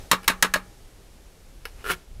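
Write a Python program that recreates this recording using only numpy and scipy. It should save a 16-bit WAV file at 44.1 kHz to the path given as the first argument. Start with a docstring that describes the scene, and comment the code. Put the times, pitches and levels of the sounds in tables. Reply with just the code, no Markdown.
"""Outdoors, a small food tin is knocked four times on the rim of an opening in a big steel pipe.
Each knock is a bright clack of thin metal with a duller second contact as the tin settles, and the
pipe rings faintly on. Two light ticks fall between the first knocks. Then a spoon ticks into the tin
and scrapes once along its bottom, sticking and slipping, over quiet air and low wind."""
import sys
import numpy as np
from scipy import signal
from scipy.fft import rfft, irfft
from scipy.io import wavfile
from scipy.ndimage import uniform_filter1d

SR = 44100
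rng = np.random.default_rng(int(sys.argv[2]) if len(sys.argv) > 2 else 0)


def store_pcm(level_fs):
    """Save levels as 16-bit WAV."""
    pcm = np.round(np.clip(level_fs, -1, 1) * 32767).astype(np.int16)
    wavfile.write(sys.argv[1], SR, np.atleast_2d(pcm).T)


N = 97020
TOP_HZ = 15750

# The tin's upper resonances, which colour every clack. Each row: centre in Hz, width in Hz, lift in dB.
TIN_SHEEN = [(2754, 18, 5.5), (3840, 210, 5.5), (4290, 250, 6.5), (5340, 270, 7.5), (6170, 97, 8),
             (6520, 100, 8), (7030, 220, 8), (8060, 480, 5), (8940, 190, 0.5), (9300, 240, 1),
             (9900, 460, 3), (10640, 320, 3.5), (11360, 250, -0.5), (12140, 370, 10), (13500, 310, 7.5),
             (14200, 290, 4)]
# The tone of the spoon touching the tin. Each row: frequency in Hz, relative level in dB.
SPOON_EQ = [(130, -25), (270, -27), (440, -36), (800, -2), (1500, -4.5), (2900, -1.5), (3500, -12.5),
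            (5200, -7), (7000, -24), (10500, -10.5), (16000, -22)]


def amp(db):
    """Decibels to gain."""
    return 10 ** (np.asarray(db) / 20)


def unit(x):
    """Scales to an rms of 1."""
    return x / np.sqrt(np.mean(x ** 2) + 1e-20)


def read(curve, hz):
    """Reads a curve on a log-frequency axis."""
    points_hz, values = np.transpose(curve)
    return np.interp(np.log(hz + 1), np.log(points_hz + 1), values)


def add(mix, start_s, sound):
    """Mixes a sound in at its start time."""
    part = mix[max(round(start_s * SR), 0):][:len(sound)]
    part += sound[:len(part)]


def seconds(size):
    """Time axis."""
    return np.arange(size) / SR


def colour(x, eq, peaks=(), size=4096):
    """Minimum-phase EQ of unit energy, drawn from a curve and resonant peaks."""
    hz = abs(np.fft.fftfreq(size, 1 / SR))
    db = read(eq, hz) + sum(lift / (1 + (2 * (hz - centre) / width) ** 2) for centre, width, lift in peaks)
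    response = np.exp(np.conj(signal.hilbert(np.log(amp(db)))))
    taps = np.fft.ifft(response).real[:size // 2]
    return signal.fftconvolve(x, taps / np.linalg.norm(taps))[:len(x)]


def shelf(x, treble_db, corner_hz=3000):
    """Raises or lowers the treble."""
    low = signal.lfilter(*signal.butter(1, corner_hz, fs=SR), x)
    return low + amp(treble_db) * (x - low)


def resonate(x, hz, width_hz):
    """A resonance of gain 1 whose centre may glide."""
    carrier = np.exp(2j * np.pi * np.cumsum(hz * np.ones(len(x))) / SR)
    pole = np.exp(-np.pi * width_hz / SR)
    return 2 * (carrier * signal.lfilter([1 - pole], [1, -pole], x / carrier)).real


def dying_noise(t60_curve, size=16384):
    """Noise whose bands each die at their own speed."""
    hz, t, bands = signal.stft(rng.standard_normal(size), SR, nperseg=256)
    return signal.istft(bands * amp(-60 * t / read(t60_curve, hz)[:, None]), SR)[1][:size]


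def burst(t60, hold_s=0, attack_s=0.0004, size=16384):
    """Chatter of a metal contact: quick attack, hold, fast decay."""
    t = seconds(size)
    envelope = np.minimum(t / attack_s, 1) * amp(-60 * np.maximum(t - hold_s, 0) / t60)
    return rng.standard_normal(size) * envelope


def mode(hz, db, t60, attack_s=0.0037):
    """One dying partial, struck from rest."""
    t = seconds(SR)
    return amp(db - 60 * t / t60) * np.minimum(t / attack_s, 1) * np.sin(2 * np.pi * hz * t)


def air_and_wind(air_trim_db=-55.5):
    """The bed: a smooth distant hiss and low lumps of wind."""
    # The tone of each layer. Each row: frequency in Hz, relative level in dB.
    air_eq = [(59, -40), (100, -1.5), (215, -5), (328, -6), (365, -3.5), (910, -12), (991, -14.5),
              (6020, -19), (12400, -23), (16000, -36)]
    wind_eq = [(15, -1), (28, 0), (50, -5), (90, -16.5), (160, -26.5), (400, -53.5)]
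    # The breeze rises and falls. Each row: time in seconds, wind level in dB, air lift in dB.
    breeze = [(0, -36.5, 8), (.08, -47, 4.5), (.7, -48, 1.5), (1.1, -48, 0), (1.4, -48.5, 0), (1.6, -46, 0),
              (1.95, -44.5, 4.5), (2.06, -49.5, -1.5), (2.18, -36, -0.5)]
    times, wind_db, air_db = np.transpose(breeze)
    hz, t = np.fft.rfftfreq(N, 1 / SR), seconds(N)
    wind_band = (hz > wind_eq[0][0]) & (hz < wind_eq[-1][0])
    air = unit(irfft(rfft(rng.standard_normal(N)) * amp(read(air_eq, hz)) * (hz < TOP_HZ), N))
    wind = unit(irfft(rfft(rng.standard_normal(N)) * amp(read(wind_eq, hz)) * wind_band, N))
    return air * amp(air_trim_db + np.interp(t, times, air_db)) + wind * amp(np.interp(t, times, wind_db))


def reflections(close, wet_db=-23):
    """A faint, short return from the surfaces nearby."""
    # The treble dies first. Each row: frequency in Hz, t60 in seconds.
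    return_t60 = [(150, 0.254), (1500, 0.24), (5000, 0.19), (15000, 0.16)]
    impulse = dying_noise(return_t60)
    return amp(wet_db) * signal.fftconvolve(close, impulse / np.linalg.norm(impulse))[:N]


def spoon_ticks():
    """Light, damped touches of spoon and tin, each with a brief ring and a faint diffuse tail."""
    # Each row: start in seconds, gain in dB, treble shelf in dB.
    touches = [(0.2315, -14, 2), (.243, -13.5, 7.5), (1.6535, 1, -1)]
    # What a tick rings in the held tin. Each row: pitch in Hz, level in dB, t60 in seconds.
    tick_modes = [(460, -29, 0.033), (1420, -31.5, 0.042), (1660, -31.5, 0.044), (2240, -34, 0.031),
                  (2950, -33, 0.035), (5270, -39, 0.016)]
    out = np.zeros(N)
    for start, db, treble_db in touches:
        contact = burst(t60=0.027, hold_s=0.001) + amp(-11) * burst(t60=0.15)
        tick = sum(mode(*row) for row in tick_modes)
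        add(tick, 0, amp(-30.5) * colour(contact, SPOON_EQ))
        add(out, start, amp(db) * shelf(tick, treble_db))
    return out


def spoon_scrape(wall_s=1.904):
    """The spoon glides, then sticks and slips; each slip rings the tin and swells the rasp of grit."""
    # The stroke. Each row: time in seconds, slips per second, body level in dB, grit level in dB.
    stroke = [(1.842, 87.3, -35, -45.5), (1.865, 117.7, -31.5, -38), (1.888, 134.5, -32.5, -34.5),
              (1.906, 183, -23, -27), (1.918, 182, -35, -25), (1.93, 150, -52, -33),
              (1.938, 150, -35.5, -35.5), (1.955, 125, -50, -50)]
    # The tin held in the hand. Each row: centre in Hz, width in Hz, relative level in dB.
    body_resonances = [(694, 22, -29), (1120, 114, -4), (1302, 110, 2.5), (1420, 78, 8), (1730, 97, -0.5),
                       (2440, 44, -5), (2936, 50, -3)]
    # The tone of the rasp. 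Each row: frequency in Hz, relative level in dB.
    grit_eq = [(150, -5), (250, -24), (420, 4), (650, -34), (900, 0), (1500, 5.5), (2800, 0.5), (4000, -5),
               (7000, -11.5), (10500, -7), (16000, -15.5)]
    # The bottom flexes as the spoon meets the wall. Each row: pitch in Hz, level in dB, t60 in seconds.
    bottom_modes = [(172, -34, 0.19), (364.5, -23, 0.11), (530, -32, 0.079), (725, -32, 0.1),
                    (2240, -23.5, 0.06)]
    jitter, snap, drag, slip_decay_s = 0.012, 16.5, 0.28, 0.0007
    grit_floor, grit_decay_s = 0.36, 0.0036
    glide_s, glide_width_s = 1.81, 0.028

    times, rates, body_db, grit_db = np.transpose(stroke)
    t = np.arange(times[0], times[-1], 1 / SR)
    wobble = unit(uniform_filter1d(rng.standard_normal(N), size=200))[:len(t)]
    rate = np.interp(t, times, rates) * (1 + jitter * wobble)
    cycles = np.cumsum(rate) / SR
    slips = np.diff(np.floor(cycles), prepend=-1)
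    since_slip = cycles % 1 / rate
    rub = (drag + np.exp(-since_slip / slip_decay_s)) * rng.standard_normal(N)[:len(t)]
    friction = snap * slips + rub
    body = sum((-1) ** k * amp(db) * resonate(friction, hz, width)
               for k, (hz, width, db) in enumerate(body_resonances))
    flex_hz = np.interp(t, [times[0], wall_s], [440, 363])  # the bottom's note sinks as the spoon travels
    body += amp(3) * resonate(friction, flex_hz, width_hz=58)
    grit_pulse = grit_floor + np.exp(-since_slip / grit_decay_s)
    grit = colour(grit_pulse * rng.standard_normal(N)[:len(t)], grit_eq)
    glide = shelf(colour(rng.standard_normal(N), SPOON_EQ), treble_db=-19)

    out = amp(-49.5) * np.exp(-((seconds(N) - glide_s) / glide_width_s) ** 2) * glide
    add(out, times[0], unit(body) * amp(np.interp(t, times, body_db)))
    add(out, times[0], unit(grit) * amp(np.interp(t, times, grit_db)))
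    add(out, wall_s, sum(mode(*row) for row in bottom_modes))
    return out


def pipe_ring():
    """The long, faint ring of the struck steel pipe."""
    # Each row: pitch in Hz, level in dB, t60 in seconds.
    pipe_modes = [(185.7, -30, 0.35), (816, -46.5, 0.76), (1350, -45.5, 0.4), (1682, -43, 0.37),
                  (1812, -42, 0.39), (2320, -48.5, 0.46)]
    return sum(mode(*row) for row in pipe_modes)


def tin_rebounds():
    """The tin settles after each knock: a softer, duller contact with a short thud."""
    # Each row: start in seconds, contact level in dB, thud pitch in Hz, thud level in dB.
    rebounds = [(.1287, -15.5, 550, -19.5), (0.2983, -19.5, 475, -33), (.4455, -21, 449, -21),
                (.5565, -23.5, 601, -13.5)]
    # The tone of the contact. Each row: frequency in Hz, relative level in dB.
    rebound_eq = [(100, -9), (500, -7.5), (790, -14), (1100, -0.5), (1700, -4), (2500, -12), (4000, -19),
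                  (6000, -25), (12000, -29.5), (16000, -33)]
    out = np.zeros(N)
    for start, db, thud_hz, thud_db in rebounds:
        add(out, start, amp(db) * colour(burst(t60=0.088), rebound_eq, TIN_SHEEN))
        add(out, start, mode(thud_hz, thud_db, t60=0.037))
    return out


def tin_clack(decay_scale, clatter_attack_s=0.01):
    """The rim bites, the thin metal's dense modes clack, and a clatter follows."""
    # The tone of clack and clatter. Each row: frequency in Hz, relative level in dB.
    clack_eq = [(80, -11.5), (400, -8.5), (600, -6), (790, -7), (1100, 2), (1800, 1), (2500, -6.5),
                (4000, -5.5), (4800, -9), (7000, -8), (13000, -13), (16000, -16)]
    clatter_eq = [(80, -19.5), (450, -12.5), (790, -23.5), (1150, 0.5), (1700, -6.5), (2600, 3.5),
                  (4000, 0), (6000, -11), (11000, -6.5), (16000, -46)]
    # The clatter's decay. Each row: frequency in Hz, t60 in seconds before scaling.
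    clatter_t60 = [(150, 0.38), (600, 0.31), (1400, 0.26), (3000, .115), (7000, 0.11), (15000, 0.12)]
    contact = amp(-11) * burst(t60=0.022, hold_s=0.0036)
    add(contact, 0.00067, [amp(3.5)])  # one spike: the rim's sharp first bite
    tail = dying_noise([(hz, t60 * decay_scale) for hz, t60 in clatter_t60])
    tail *= np.minimum(seconds(len(tail)) / clatter_attack_s, 1)
    return colour(contact, clack_eq, TIN_SHEEN) + amp(-16) * colour(tail, clatter_eq, TIN_SHEEN)


def tin_knocks(scatter_db=3, earlier_knock_s=0.17):
    """Four blows ring both tin and pipe; where the tin lands decides which of its bands speaks most."""
    # Each row: start in seconds, gain in dB, treble shelf in dB, lifts of the low, middle and high
    # bands in dB, pipe trim in dB, scale on the tin's decay times.
    blows = [(0.1138, 0.5, -1, 5, -7, 4, -1, 0.78), (0.2785, 1, -1, 1.5, 1, 0.5, -2.5, 0.87),
             (0.425, 0, 0.5, -0.5, 2.5, -2.5, -1, 0.76), (0.538, -3, -5, 0.5, 5, -5, -1.5, 0.84)]
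    # The tin against the pipe. Each row: pitch in Hz, mean level in dB, t60 in seconds before scaling.
    tin_modes = [(275.4, -32, 0.18), (545, -36, 0.21), (905, -28.5, 0.16), (1028, -27, 0.14),
                 (1112, -23.5, .13), (1168, -21.5, 0.115), (1241, -23.5, 0.12), (1325, -28, 0.13),
                 (1668, -16, .095), (1722, -18.5, 0.06), (1819, -21.5, 0.115), (1950, -25, 0.08),
                 (2047, -21.5, 0.075), (2247, -24, 0.08), (2544, -27, .1), (2725, -26, .085),
                 (2897, -26, 0.09), (3776, -23, 0.08)]
    out = np.zeros(N)
    for start, db, treble_db, low_db, mid_db, high_db, pipe_db, decay_scale in blows:
        clack = shelf(tin_clack(decay_scale), treble_db)
        tin = sum(mode(hz, level + scatter_db * rng.standard_normal(), t60 * decay_scale)
                  for hz, level, t60 in tin_modes)
        add(tin, 0, clack)
        bands = [(1200, 300, low_db), (1685, 140, mid_db), (3850, 800, high_db)]  # centre, width in Hz
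        add(out, start, amp(db) * colour(tin, eq=[(0, 0)], peaks=bands))
        add(out, start, amp(db + pipe_db) * pipe_ring())
    add(out, 0, pipe_ring()[round(earlier_knock_s * SR):])  # still ringing from a knock before the start
    return out


def scene():
    """Close metal sounds and their reflections over the outdoor bed, in mono."""
    close = tin_knocks() + tin_rebounds() + spoon_ticks() + spoon_scrape()
    return (close + reflections(close) + air_and_wind())[None]


def record(dry):
    """Rounds the peaks softly, then cuts the very top."""
    rounded = dry / (1 + dry ** 4) ** .25
    lowpass_taps = signal.firwin(401, TOP_HZ, window=("kaiser", 8), fs=SR)
    return signal.oaconvolve(rounded, lowpass_taps[None], "same")


dry = scene()
out = record(dry)
store_pcm(out)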